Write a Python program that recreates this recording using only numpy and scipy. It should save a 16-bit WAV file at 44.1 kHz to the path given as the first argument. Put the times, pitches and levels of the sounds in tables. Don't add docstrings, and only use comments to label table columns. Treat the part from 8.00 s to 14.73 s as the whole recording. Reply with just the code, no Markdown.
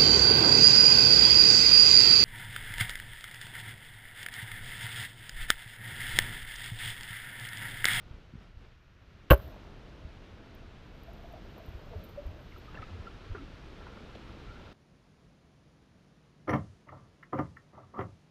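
import sys
import numpy as np
from scipy import signal
from scipy.fft import rfft, irfft, next_fast_len
from scipy.io import wavfile
from scipy.ndimage import uniform_filter1d

SR = 44100
rng = np.random.default_rng(int(sys.argv[2]) if len(sys.argv) > 2 else 0)


def transcribe(u):
    v = np.clip(np.atleast_2d(u).T, -1, 1)
    q = np.round(v * 32767).astype(np.int16)
    wavfile.write(sys.argv[1], SR, q)


N = 296761
TIME = np.arange(N) / SR
EVENT_TIME = TIME[:SR // 3]

# start_s, level_db, centre_hz of the excited range, crack_db relative to the blow
GUN_BLOWS = [(1.3021, -18.5, 2370, -7.5), (1.3047, -15, 1060, -22), (1.3078, -7, 3250, -21.5),
             (1.3089, -4, 230, -36), (1.313, -8, 1180, -20), (1.3149, -18, 2670, -9),
             (1.3185, -7.5, 680, -32.5), (1.32333, -17, 590, -15.5), (1.33204, -16.5, 1010, -25.5),
             (1.33505, -28.5, 1220, -16.5), (1.3444, -32.5, 1640, -15), (1.359, -39, 1400, -22.5),
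             (1.374, -43, 900, -20), (1.385, -50, 1300, -20), (1.398, -42.5, 1150, -23)]
# pitch_hz, t60_s, relative_level_db
GUN_MODES = [(177, 0.062, -6), (326, 0.064, -6), (381, .11, -7), (416, 0.14, -19), (523.5, 0.035, 5.5),
             (561, 0.12, -6), (626, 0.13, -10), (744, 0.055, -19.5), (833, 0.064, -9.5), (910, 0.05, -13),
             (968, 0.052, -15), (1104, 0.014, 8.5), (1296, 0.069, -17), (1414, 0.035, -3),
             (1533, 0.042, -3.5), (1640, .057, -18.5), (2284, 0.014, -4), (2774, 0.019, 0),
             (2916, 0.029, -8.5), (3050, 0.06, -18), (3670, .034, -22.5), (4110, .043, -23.5),
             (5800, 0.052, -30.5)]
# start_s, peak_db, pitch_hz, swell_s
PRESSURE_SURGES = [(0.062, -37.5, 75, 0.0038), (0.108, -36, 55.3, 0.0052), (0.137, -36.5, 44.7, 0.0096),
                   (0.336, -37, 168, 0.0033), (0.352, -33.5, 136, 0.004), (0.567, -35.5, 50.4, 0.0068),
                   (1.384, -35, 74.6, 0.0099), (1.423, -38, 71.6, 0.035), (2.046, -33.5, 69.6, 0.0091),
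                   (2.671, -40.5, 75.4, 0.012), (3.679, -31.5, 55, 0.0093), (3.742, -35.5, 61.7, 0.011),
                   (3.945, -34, 82, 0.023), (4.251, -29.5, 46.3, 0.014), (4.262, -38, 85, 0.024),
                   (4.790, -36.5, 80, 0.01), (4.895, -38, 88.7, 0.041), (4.990, -35, 80, 0.013),
                   (5.285, -35, 94.2, 0.024), (5.309, -31, 33, 0.014)]
# start_s, peak_db, pitch_hz, swell_s
BUBBLES_AND_DRIPS = [(3.081, -46, 665, 0.0044), (3.150, -50, 670, 0.0041), (3.240, -49, 655, 0.0067),
                     (3.335, -49, 624, .005), (3.360, -52, 780, .005), (3.909, -46.5, 480, 0.011),
                     (3.925, -46, 660, 0.0063), (3.940, -43.5, 425, 0.0095), (4.172, -35, 574, 0.013),
                     (4.523, -48.5, 2180, 0.0014), (4.560, -47, 1300, 0.0034), (4.680, -48.5, 1250, .007),
                     (4.752, -45, 2700, 0.0024), (4.773, -39, 1730, 0.0026), (4.787, -43, 1330, 0.0042),
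                     (4.825, -39, 1274, 0.0048), (4.838, -52, 2560, 0.0021), (5.068, -39, 1350, 0.0053),
                     (5.346, -38.5, 410, 0.0061), (5.368, -45, 342, 0.0074), (5.348, -42.5, 1400, 0.0048),
                     (5.378, -46.5, 1326, .007), (5.385, -46, 274, 0.015), (5.412, -46, 300, 0.012),
                     (5.866, -44, 1400, 0.0027), (5.972, -49, 1350, 0.0033), (5.990, -55, 2240, 0.0024)]
# start_s, level_db, centre_hz, decay_s
HOUSING_SLAPS = [(1.560, -45, 686, 0.0076), (3.578, -46, 790, .01), (3.930, -49.5, 900, .012),
                 (4.744, -45, 1400, 0.012), (4.762, -49.5, 800, 0.033), (4.819, -47.5, 2100, .015),
                 (5.243, -52, 1400, 0.015), (5.348, -44.5, 1320, 0.02), (5.812, -53.5, 1300, 0.036),
                 (5.866, -47, 990, .014), (6.151, -47, 2900, 0.0055), (6.154, -44, 495, 0.011)]
# start_s, level_db, decay_s
BUBBLE_TICKS = [(1.378, -36, .0011), (1.4785, -42, .0011), (2.549, -51, .002), (3.034, -47, .0015),
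                (3.133, -54, .002), (3.326, -51, .002), (3.579, -56, .006), (3.660, -54, .003),
                (3.689, -50, .0015), (4.038, -52, .011), (4.088, -62, .022), (4.264, -59, .004),
                (4.505, -58, .0015), (4.580, -57, .007)]
# start_s, length_s, level_db, pitch_hz
BUBBLE_TRAINS = [(1.37, .16, -60, 634), (2.0, .1, -63.5, 642), (3.053, 0.31, -58.5, 676),
                 (3.55, 0.2, -63, 640), (3.827, 0.28, -59, 590), (4.204, 0.17, -60.5, 604),
                 (5.8, 0.17, -65, 1380), (6.447, 0.24, -62, 1380)]
# time_s, stir_db
WATER_STIR = [(0, -5), (.15, -4.5), (.3, -8.5), (.43, -3.5), (.54, -11.5), (.63, -4.5), (.78, -14),
              (.97, -12), (1.12, -7), (1.28, -6), (1.42, 1), (1.75, -0.5), (2.7, -1.64), (3.7, 1.2),
              (4.5, 0), (4.9, 1.5), (5.55, 0), (5.9, 1.5), (6.7, 1)]

# frequency_hz, relative_density_db (per Hz)
RUMBLE_SPECTRUM = [(15, -5.5), (30, 1), (55, -1), (95, -3), (140, -8), (190, -11.5), (280, -25),
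                   (500, -54.5)]
# frequency_hz, relative_density_db (per Hz)
CHURN_SPECTRUM = [(110, -21.5), (190, 0), (300, -0.5), (450, -2.5), (650, -9), (900, -13.5), (1300, -25),
                  (2500, -55)]
# frequency_hz, relative_density_db (per Hz)
GURGLE_SPECTRUM = [(300, -12.5), (600, 1.5), (1100, -1.5), (1500, -8.5), (2200, -15), (4000, -22.5)]
# frequency_hz, relative_density_db (per Hz)
WASH_SPECTRUM = [(500, -20.5), (900, -2.5), (1350, 1), (1900, -3.5), (2900, -4), (4000, -8), (5500, -15.5),
                 (7000, -23.5), (8200, -29.5), (12000, -33), (15500, -49.5)]
# frequency_hz, relative_density_db (per Hz)
HISS_SPECTRUM = [(900, -13), (1350, 8.5), (1950, 5.5), (3000, 0.5), (4300, -17), (5600, -8.5),
                 (6800, -13.5), (8000, -31.5), (15000, -26)]
# frequency_hz, relative_density_db (per Hz)
FIZZ_SPECTRUM = [(150, -28.5), (1300, -16), (2500, -25), (4400, -23.5), (8500, -26.5), (10100, -43.5),
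                 (10800, -26.5), (11700, -3.5), (13200, 0.5), (15000, -6.5), (16000, -28)]
# frequency_hz, relative_density_db (per Hz)
CRACK_SPECTRUM = [(400, -15.5), (1000, 4.5), (1800, 10.5), (3000, 2.5), (4200, 0.5), (6000, -13.5),
                  (9000, -16.5), (10500, -33)]

SHOT_S, SURFACE_S, SURFACING_S = 1.302, 4.6, 0.44
# level_db, slope (dB per dB of stir), change_at_surface_db
RUMBLE_LAW, CHURN_LAW, WASH_LAW = (-50, .6, .5), (-56.5, 1.11, 0.51), (-61, 0.7, 2.13)
# pitch_hz, width_hz, level_db before stir
HOLLOW_SUBMERGED, HOLLOW_IN_AIR = (650, 90, -70.5), (1350, 100, -70)
TRICKLE_EDGE_S, TRICKLE_WIDTH_HZ = 0.038, 67
CLOUD_DB, CLOUD_ATTACK_S, CLOUD_HOLD_S, CLOUD_RELEASE_S, CLOUD_FADE_DB_PER_S = -23.5, .004, .042, .003, 290.5
WAKE_DB, WAKE_HOLD_S, WAKE_RELEASE_S = -62, 0.15, .05
RISE_S, RISE_ATTACK_S, RISE_HOLD_S, RISE_RELEASE_S = 2.79, .3, 1.8, .1
RISE_DB, PRICKLE_FLOOR_DB = -79, -94.5
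TOP_HZ = 15700


def undb(db):
    return 10 ** (np.asarray(db) / 20)


def add(out, s, sound):
    i = max(int(s * SR), 0)
    out[i:i + len(sound)] += sound[:N - i]


def noise():
    return rng.standard_normal(N)


def colour(x, spectrum):
    size = next_fast_len(len(x))
    hz, db = np.transpose(spectrum)
    f = np.maximum(np.fft.rfftfreq(size, 1 / SR), 1)
    gain = undb(np.interp(np.log(f), np.log(hz), db, left=-90, right=-90))
    y = irfft(rfft(x, size) * gain, size)[:len(x)]
    return y / y.std()


def walk(rate):
    k = max(int(SR / rate), 1)
    steps = np.repeat(rng.standard_normal(N // k + 1), k)
    y = uniform_filter1d(uniform_filter1d(steps, k), k)[:N]
    return y / y.std()


def grains(rate, spread_db):
    struck = rng.random(N) < rate / SR
    size_db = spread_db * np.minimum(rng.exponential(size=N), 5)
    return struck * rng.standard_normal(N) * undb(size_db)


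def resonate(x, hz, width_hz):
    y = signal.lfilter(*signal.iirpeak(hz, hz / width_hz, fs=SR), x)
    y = signal.lfilter(*signal.iirpeak(hz, 2, fs=SR), y)
    return y / y.std()


def envelope(start, attack, hold, release):
    age = TIME - start
    return np.clip(age / attack, 0, 1) * np.exp(-np.maximum(age - hold, 0) / release)


def burst(spectrum, decay_s, attack_s=0.0004):
    t = EVENT_TIME
    coloured = colour(rng.standard_normal(len(t)), spectrum)
    return coloured * np.exp(-t / decay_s) * (1 - np.exp(-t / attack_s)) ** 2


def pulsation(hz, swell, sharpness, glide):
    age = EVENT_TIME / max(swell, 1 / SR)
    pitch_hz = hz * (1 + glide * np.tanh(age / 2 - .5))
    phase = np.cumsum(pitch_hz) / SR
    return (age * np.exp(1 - age)) ** sharpness * np.sin(2 * np.pi * phase)


def surfaced():
    return np.clip(.5 + (TIME - SURFACE_S) / SURFACING_S, 0, 1)


def microphone_hiss():
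    return undb(-72.0) * colour(noise(), HISS_SPECTRUM)


def hollow_note(stir_db, air):
    out = np.zeros(N)
    for share, (hz, width, db) in ((1 - air, HOLLOW_SUBMERGED), (air, HOLLOW_IN_AIR)):
        level = undb(db + stir_db + 1.75 * walk(30))
        out += share * level * resonate(noise(), hz, width)
    return out


def flow():
    stir_db = np.interp(TIME, *np.transpose(WATER_STIR))
    air = surfaced()
    rumble_db, churn_db, wash_db = (
        db + slope * stir_db + air_db * air for db, slope, air_db in (RUMBLE_LAW, CHURN_LAW, WASH_LAW))
    rumble = undb(rumble_db + 1.0 * walk(9)) * colour(noise(), RUMBLE_SPECTRUM)
    churn = undb(churn_db + .9 * walk(18)) * colour(grains(rate=3000, spread_db=0.5), CHURN_SPECTRUM)
    wash = undb(wash_db + 0.23 * walk(17)) * colour(noise(), WASH_SPECTRUM)
    gurgle_level = undb(churn_db - 11.0 + 1.3 * walk(25))
    gurgle = gurgle_level * colour(grains(rate=900, spread_db=2.0), GURGLE_SPECTRUM)
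    return rumble + churn + gurgle + wash + hollow_note(stir_db, air)


def trickles():
    out = np.zeros(N)
    for s, length, db, hz in BUBBLE_TRAINS:
        bubbles = resonate(grains(rate=220, spread_db=.5), hz, TRICKLE_WIDTH_HZ)
        out += undb(db) * envelope(s, TRICKLE_EDGE_S, length, TRICKLE_EDGE_S) * bubbles
    return out


def sloshing():
    out = np.zeros(N)
    for s, db, hz, swell in PRESSURE_SURGES:
        add(out, s, undb(db) * pulsation(hz, swell, sharpness=3.8, glide=-.05))
    for s, db, hz, swell in BUBBLES_AND_DRIPS:
        add(out, s, undb(db) * pulsation(hz, swell, sharpness=1.74, glide=0.017))
    for s, db, hz, decay in HOUSING_SLAPS:
        spray = [(hz / 6, -14), (hz / 2, -5), (hz, 0), (hz * 1.33, -7), (hz * 2.1, -22), (hz * 5, -48)]
        add(out, s, undb(db) * burst(spray, decay))
    return out


def fizz():
    fade_db = CLOUD_FADE_DB_PER_S * np.maximum(TIME - SHOT_S, 0)
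    cloud = undb(CLOUD_DB - fade_db) * envelope(SHOT_S, CLOUD_ATTACK_S, CLOUD_HOLD_S, CLOUD_RELEASE_S)
    wake = undb(WAKE_DB) * envelope(SHOT_S, CLOUD_ATTACK_S, WAKE_HOLD_S, WAKE_RELEASE_S)
    ascent = undb(RISE_DB) * envelope(RISE_S, RISE_ATTACK_S, RISE_HOLD_S, RISE_RELEASE_S)
    strength = cloud + wake + ascent + undb(PRICKLE_FLOOR_DB)
    rate = np.clip(1200 * (strength / undb(RISE_DB)) ** .48, 600, 30000)
    bursting = colour(grains(rate, spread_db=1.5) / np.sqrt(rate), FIZZ_SPECTRUM)
    out = strength * undb(1.5 * walk(12)) * bursting
    for s, db, decay in BUBBLE_TICKS:
        add(out, s, undb(db) * burst(FIZZ_SPECTRUM, decay))
    return out


def recoil():
    out, t = np.zeros(N), EVENT_TIME
    kick = pulsation(hz=119.6, swell=.0036, sharpness=0.62, glide=0)
    add(out, 1.3082, undb(-11) * kick)
    swing = np.sin(2 * np.pi * 57.5 * t) * (1 - np.exp(-t / .003))
    heave = undb(-11) * np.exp(-((t - .0248) / 0.017) ** 2)
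    tail = undb(-19.5) * np.exp(-t / 0.029)
    add(out, 1.3054, swing * (heave + tail))
    scrape = burst(CRACK_SPECTRUM, decay_s=0.019)
    add(out, 1.314, undb(-39.5) * scrape)
    return out


def gun(range_octaves=0.795, crack_s=0.0017, contact_s=0.00082):
    out, t = np.zeros(N), EVENT_TIME
    hz, t60, db = np.transpose(GUN_MODES)
    decay_db = db[:, None] - 60 * t / t60[:, None]
    rings = np.sin(2 * np.pi * hz[:, None] * t) * undb(decay_db)
    for s, blow_db, centre_hz, crack_db in GUN_BLOWS:
        octaves_away = np.log2(hz / centre_hz)
        excited = np.exp(-.5 * (octaves_away / range_octaves) ** 2)
        ring = excited @ rings * (1 - np.exp(-t / contact_s))
        crack = burst(CRACK_SPECTRUM, crack_s)
        add(out, s, undb(blow_db) * (undb(-2.5) * ring + undb(crack_db) * crack))
    return out


def scene():
    body = microphone_hiss() + flow() + trickles() + sloshing() + recoil() + gun()
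    left_fizz, right_fizz = undb(-40) * fizz(), fizz()
    return body + np.array([left_fizz, right_fizz])


def record(dry):
    rounded = dry / (1 + (dry / .92) ** 12) ** (1 / 12)
    top_cut = signal.ellip(8, .2, 70, TOP_HZ, fs=SR, output="sos")
    return signal.sosfilt(top_cut, rounded)


dry = scene()
out = record(dry)
transcribe(out)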